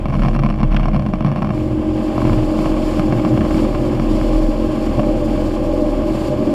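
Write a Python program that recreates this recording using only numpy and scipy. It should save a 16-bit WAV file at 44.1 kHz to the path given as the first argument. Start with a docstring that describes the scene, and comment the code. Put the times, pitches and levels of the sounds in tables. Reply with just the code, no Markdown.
"""A juddering hull and a chattering camera mount, close to a microphone fixed on board a boat in a fast turn.
As the boat levels out, the outboard motor opens up astern: engine tones and rough exhaust ring in its
leg and cowl as a drone and a snarl, while the wake churns and hisses with spray. Waves shake the hull,
the chop gives single knocks, something loose clacks early on and wind buffets the microphone."""
import sys
import numpy as np
from scipy import signal
from scipy.fft import rfft, irfft, next_fast_len
from scipy.io import wavfile

SR = 44100
rng = np.random.default_rng(int(sys.argv[2]) if len(sys.argv) > 2 else 0)


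def store_pcm(level_fs):
    """Save levels as 16-bit WAV."""
    pcm = np.round(np.clip(level_fs, -1, 1) * 32767).astype(np.int16)
    wavfile.write(sys.argv[1], SR, np.atleast_2d(pcm).T)


N = 288409
TIME = np.arange(N) / SR
ROLL_START_S, ROLL_S = 1.16, 1.18  # the boat rolls out of its bank

# Knocks of the camera mount, right at the microphone. Each row: time in seconds, strength in dB.
MOUNT_KNOCKS = [(0.055, -14), (0.083, -19.5), (0.136, -20.5), (0.151, -14.5), (0.193, -15.5),
                (0.219, -11.5), (0.233, -11.5), (0.246, -18.5), (0.258, -13.5), (0.283, -11),
                (0.361, -14.5), (0.39, -13), (0.434, -11), (0.447, -18), (0.461, -12.5), (0.5, -13.5),
                (0.602, -17.5), (0.63, -10), (0.718, -19.5), (0.744, -12), (0.795, -16.5), (0.83, -21),
                (0.855, -13.5), (0.883, -14.5), (0.932, -19.5), (0.944, -13), (0.961, -15.5), (0.994, -16),
                (1.021, -20), (1.062, -14), (1.135, -12.5), (1.206, -16), (1.246, -12), (1.262, -14),
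                (1.315, -16.5), (1.359, -14), (1.42, -12.5), (1.445, -15), (1.504, -15), (2.178, -13),
                (2.216, -17), (2.25, -14.5), (2.295, -15), (2.33, -12.5), (2.588, -13.5), (2.656, -13.5),
                (2.994, -10), (3.123, -11.5), (3.248, -11.5), (3.374, -12.5), (3.407, -14.5),
                (3.507, -14.5), (3.543, -15.5), (3.748, -14.5), (3.996, -12.5), (4.212, -15.5),
                (4.993, -11.5), (5.031, -19.5)]


def outboard(cruise_hz=44.77, throb=0.17, first_crest_s=4.397, surge_period_s=0.682, surge_db=2):
    """The motor astern: tones and exhaust noise, throbbing once a cycle, share the same resonances."""
    # Engine speed. Each row: time in seconds, cycles per second.
    engine_speed = [(0.0, 44.2), (0.36, 45.1), (0.8, 44.3), (1.02, 44.7), (1.37, 43.5), (1.42, 44.3),
                    (2.79, 44.5), (2.9, 44.1), (3.82, 45.1), (4.1, 44.6), (4.5, 45.2), (4.75, 44.5),
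                    (5.04, 45.3), (5.45, 44.7), (6.08, 46.2), (6.21, 45.3), (6.36, 46.3), (6.54, 48.7)]
    # Low and high engine tones. Each row: multiple of the cycle, level in dB before the resonances.
    drone_orders = [(5, -3), (6, -5), (7, -2.5), (8, -4)]
    snarl_orders = [(11, -6), (12, -2.5), (13, -3.5), (14, -6), (18, 0), (19, 0.5), (24, -15)]
    # Resonances of the motor's leg and cowl. Each row: centre in Hz, width in Hz, gain in dB.
    drone_modes = [(217, 69, -7), (297.3, 46.5, -4.5), (342, 88, -8)]
    snarl_modes = [(502.8, 30.4, -3), (549, 68, -5.5), (608, 42, 1.5), (800.5, 98, -13), (1095, 200, -22.5)]
    speed, = curves(engine_speed)
    turns = np.cumsum(speed) / SR
    puffs = noise() * (1 + throb * np.cos(2 * np.pi * turns))
    roughness = gain_of(-10 + 1.36 * TIME)  # the exhaust grows rougher
    drone = engine_tones(turns, speed, drone_orders, drone_modes)
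    drone += roughness * resonant(puffs, drone_modes)
    snarl = engine_tones(turns, speed, snarl_orders, snarl_modes)
    snarl += gain_of(3) * roughness * resonant(puffs, snarl_modes)
    # The drone opens early in the roll, grows with speed and fades late in the turn.
    drone *= rolled(banked_db=-27.5, level_db=-17, roll_s=0.69)
    drone *= gain_of(1.57 * (speed - cruise_hz) - 2 * np.maximum(TIME - 3.7, 0))
    # The snarl opens with the roll and keeps growing; later the engine labours in regular surges.
    surges = np.maximum((TIME - first_crest_s) / surge_period_s, -3 / 4)
    snarl *= rolled(banked_db=-34.5, level_db=-28)
    snarl *= gain_of(0.13 * TIME + surge_db * np.cos(2 * np.pi * surges))
    return drone + snarl


def engine_tones(turns, speed, orders, modes):
    """Multiples of the engine cycle swell and fade as the speed carries them through the resonances."""
    tones = np.zeros(N)
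    for order, db in orders:
        flutter = gain_of(1.4 * wander(12))
        phase = 2 * np.pi * (order * turns + rng.random()) + .022 * order * wander(9)
        tones += np.sqrt(2) * gain_of(db) * response(order * speed, modes) * flutter * np.cos(phase)
    return tones


def hull(shake_hz=34, unsteady=0.083, hum_db=-30, drum_throb=0.4):
    """Under the microphone the hull hums and shakes at a low resonance on each wave; the deck drums."""
    # Waves that set the hull shaking. Each row: start in seconds, length in seconds, level in dB.
    waves = [(-.05, 0.65, -17.5), (.58, 0.42, -13.5), (1.08, 0.15, -25), (2.18, 0.36, -20.5),
             (2.52, 0.59, -21.5), (3.42, 0.53, -21.5), (3.92, 0.81, -17.5), (4.78, 0.92, -21),
             (5.53, 0.71, -23)]
    # Resonances of the deck and of the hull. Each row: centre in Hz, width in Hz, relative gain in dB.
    deck_modes = [(140.5, 15.4, 2), (199, 41, -3.5), (211.5, 13.6, -10)]
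    hull_modes = [(73, 11, 0), (93, 12, -7)]
    wavering_hz = shake_hz * (1 + unsteady * wander(12.1))
    shake = np.sqrt(2) * np.sin(2 * np.pi * np.cumsum(wavering_hz) / SR)
    lurch = gain_of(1.8 * wander(14))
    judder = swells(waves, steady=gain_of(-29), shape=0.46) * lurch * shake
    # The deck drums around each knock, hardest when banked, and never quite stops.
    jolts = agitation(spread_s=0.021, lag_s=0.017) * rolled(banked_db=-6.5, level_db=-15)
    drumming = np.hypot(jolts, gain_of(-35))
    deck = drumming * resonant(noise() * (1 - drum_throb * shake), deck_modes)
    hum = gain_of(hum_db) * resonant(noise(), hull_modes)
    return judder + deck + hum


def camera_mount(chatter_per_s=70, rebound_s=.0065, rebound=0.3, grit=0.081, stiff_hz=125, soft_hz=5900):
    """Gritty knocks, their rebounds and a fine chatter all ring the housing around the microphone."""
    # Modes of the mount and housing. 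Each row: pitch in Hz, relative level in dB, t60 in seconds.
    housing_modes = [(140, -4, 0.068), (200, 6.5, 0.027), (673, 1.5, 0.0092), (1044, -7, 0.021),
                     (1106, -22.5, 0.032), (1630, -18, 0.0079), (2210, -14.5, 0.011), (2720, -34.5, 0.082),
                     (4240, -25.5, 0.0056), (5280, -28, 0.0063), (8900, -12.5, 0.0018),
                     (12400, -34, 0.0026)]
    t = np.arange(SR // 8) / SR
    chatter = np.hypot(gain_of(-11) * agitation(spread_s=0.096, lag_s=0.0089), gain_of(-32))
    blows = chatter * gain_of(-10 * rng.random(N)) * (rng.random(N) < chatter_per_s / SR)
    for s, db in MOUNT_KNOCKS:
        late, bounce = rng.uniform(0.7, 1.2, 2)
        add(blows, s + .0016, gain_of([db]))
        add(blows, s + rebound_s * late, gain_of([db]) * rebound * bounce)
    contact = signal.oaconvolve(blows, np.exp(-t / .0035))[:N]
    scrape = cut(grit * noise() * contact, 700, "high", order=1)
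    ring = sum(gain_of(db - 60 * t / t60) * np.sin(2 * np.pi * hz * t) for hz, db, t60 in housing_modes)
    # The stiff mount passes little bass, and its plastic swallows most of the treble.
    ring = cut(ring, stiff_hz, "high", order=3)
    ring = cut(ring, soft_hz, "low", order=8) + 0.14 * cut(ring, soft_hz, "high", order=8)
    return signal.oaconvolve(blows + scrape, ring)[:N]


def wake(churn_follow=0.39, thinning_db_per_s=.5, drops_per_s=2500, drop_share=0.37):
    """Behind the stern, water churns and spray falls as hiss and drops; both open up with the roll."""
    # Sheets of spray thrown up by the stern. Each row: start in seconds, length in seconds, level in dB.
    splashes = [(.08, .3, -55), (1.5, 0.21, -52), (2.05, 0.93, -62), (2.55, 0.22, -48), (2.78, 0.24, -44),
                (3.48, 0.19, -42.5), (3.95, 0.6, -47), (4.65, 0.43, -49), (5.35, .24, -47.5),
                (6.03, 0.32, -44)]
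    # Spectra of the churn and of the spray. Each row: frequency in Hz, relative level in dB.
    churn_colour = [(200, 1), (430, 3.5), (700, 2), (890, -4.5), (1060, 3), (1400, -11.5), (1630, -9),
                    (1920, -15.5), (2300, -10.5), (3200, -14), (3900, -28), (15000, -86)]
    spray_colour = [(1500, -12), (3300, -2), (4200, -1), (4650, 2), (5300, -2), (6300, -11.5), (7200, -3),
                    (8000, -10.5), (9500, -10.5), (11000, -16), (12500, -13.5), (13500, -18), (15200, -29)]
    thinning = gain_of(-thinning_db_per_s * TIME)
    steady = rolled(banked_db=-59, level_db=-44) * thinning
    sheets = swells(splashes, steady, shape=0.66)
    churn_gain = rolled(banked_db=-37.5, level_db=-29) * thinning * (sheets / steady) ** churn_follow
    churn = coloured(noise() * gain_of(1.47 * wander(48)), churn_colour)
    drops = evened(noise() * (rng.random(N) < drops_per_s / SR))
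    spray = coloured((noise() + drop_share * drops) * gain_of(1.1 * wander(33)), spray_colour)
    return churn_gain * churn + sheets * spray


def wind():
    """Lumpy low buffeting right on the microphone: a steady airstream with a few gusts."""
    # Gusts. Each row: start in seconds, length in seconds, level in dB.
    gusts = [(1.5, 0.32, -22), (2.14, 0.3, -19.5), (2.98, 0.26, -22), (3.28, 0.16, -14), (3.5, 0.66, -24.5),
             (6.05, 0.44, -26.5)]
    # Spectrum of the buffeting. Each row: frequency in Hz, relative level in dB.
    wind_colour = [(20, -18), (55, 0.5), (100, -4), (119, 15), (136, 9), (160, -10), (240, -13.5),
                   (420, -15.5), (900, -58)]
    airstream = swells(gusts, steady=rolled(banked_db=-28, level_db=-29.5), shape=1.0)
    lumps = gain_of(2 * wander(12))
    return airstream * lumps * coloured(noise(), wind_colour)


def loose_clacks(burst_s=.0075):
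    """Somewhere on board, something hard and light rattles against the boat in short bursts."""
    # Clacks. Each row: start in seconds, level in dB.
    clacks = [(.725, -34), (.764, -18), (.808, -35), (.837, -35)]
    # Their bright spectrum. Each row: frequency in Hz, relative level in dB.
    clack_colour = [(600, -16), (1500, -2), (2000, -5), (2700, 3), (3150, -7), (3900, -21), (5500, -25),
                    (7500, -38), (15000, -50)]
    bursts = np.zeros(N)
    for s, db in clacks:
        age = np.maximum(TIME - s, 0) / burst_s
        bursts += gain_of(db) * np.minimum(10 * age, 1) * np.exp(-age ** 4)
    return bursts * coloured(noise(), clack_colour)


def rolled(banked_db, level_db, roll_s=ROLL_S):
    """A gain that moves from its banked to its level value as the boat rolls out."""
    progress = np.clip((TIME - ROLL_START_S) / roll_s, 0, 1)
    return gain_of(banked_db + (level_db - banked_db) * np.sin(np.pi * progress / 2) ** 2)


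def agitation(spread_s, lag_s):
    """How hard the boat is being shaken: the strength of the knocks around each moment."""
    t = TIME[::64]
    power = sum(gain_of(db) ** 2 * np.exp(-((t - s - lag_s) / spread_s) ** 2) for s, db in MOUNT_KNOCKS)
    return np.interp(TIME, t, np.sqrt(power))


def swells(rows, steady, shape):
    """Each event rises and falls in one arch over a steady gain; a small shape flattens the top."""
    power = steady ** 2
    for s, length, db in rows:
        arch = abs(np.sin(np.pi * np.clip((TIME - s) / length, 0, 1))) ** shape
        power = power + (gain_of(db) * arch) ** 2
    return np.sqrt(power)


def response(hz, modes):
    """Gain of a set of steep-sided resonances."""
    return sum(gain_of(db) / (1 + (2 * (hz - centre) / width) ** 4) for centre, width, db in modes)


def resonant(x, modes):
    """Passes x through resonances; rms 1."""
    return filtered(x, lambda hz: response(hz, modes))


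def coloured(x, points):
    """Shapes x by a spectrum of (Hz, dB) points that falls away below the first; rms 1."""
    point_hz, db = np.transpose(points)

    def colour(hz):
        bass_rolloff = np.minimum(hz / point_hz[0], 1) ** 2
        return gain_of(np.interp(np.log(hz + 1), np.log(point_hz), db)) * bass_rolloff
    return filtered(x, colour)


def filtered(x, gain_at):
    """Applies a gain given as a function of frequency; rms 1."""
    size = next_fast_len(N)
    hz = np.fft.rfftfreq(size, 1 / SR)
    return evened(irfft(rfft(x, size) * gain_at(hz), size)[:N])


def cut(x, hz, kind, order):
    """A causal high-pass or low-pass."""
    return signal.sosfilt(signal.butter(order, hz, kind, fs=SR, output="sos"), x)


def wander(rate_hz):
    """Smooth random drift, mostly slower than the rate; rms 1."""
    return filtered(noise(), lambda hz: np.exp(-(hz / rate_hz) ** 2))


def noise():
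    """White noise."""
    return rng.standard_normal(N)


def gain_of(db):
    """Decibels to amplitude."""
    return 10 ** (np.asarray(db) / 20)


def evened(x):
    """Scales to rms 1."""
    return x / np.sqrt(np.mean(x ** 2) + 1e-20)


def curves(rows):
    """Each column of a time table, joined by straight lines."""
    s, *columns = np.transpose(rows)
    return [np.interp(TIME, s, column) for column in columns]


def add(mix, s, sound):
    """Mixes a sound in at time s."""
    part = mix[max(round(s * SR), 0):][:len(sound)]
    part += sound[:len(part)]


def scene():
    """All sources at the one microphone on board."""
    return (outboard() + hull() + wind() + wake() + camera_mount() + loose_clacks())[None]


def record(dry):
    """The camera's case notches the treble, the highest peaks are rounded off and the band is limited."""
    # Narrow bands of the case, mostly dips. 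Each row: centre in Hz, width in Hz, gain in dB.
    case_bands = [(2493, 43, -5), (3846, 106, -7), (4940, 86, -6), (6600, 160, 0.5), (11100, 210, -6)]
    ceiling, edge_hz = .88, 15200
    hz = np.fft.rfftfreq(N, 1 / SR)
    case_db = sum(db * np.exp(-((hz - centre) / width) ** 2) for centre, width, db in case_bands)
    heard = irfft(rfft(dry) * gain_of(case_db), N)
    heard = cut(heard, 15, "high", order=2)
    heard = heard / (1 + (heard / ceiling) ** 6) ** (1 / 6)
    band_limit = signal.firwin(511, edge_hz, window=("kaiser", 9), fs=SR)
    return signal.oaconvolve(heard, band_limit[None], "same")


dry = scene()
out = record(dry)
store_pcm(out)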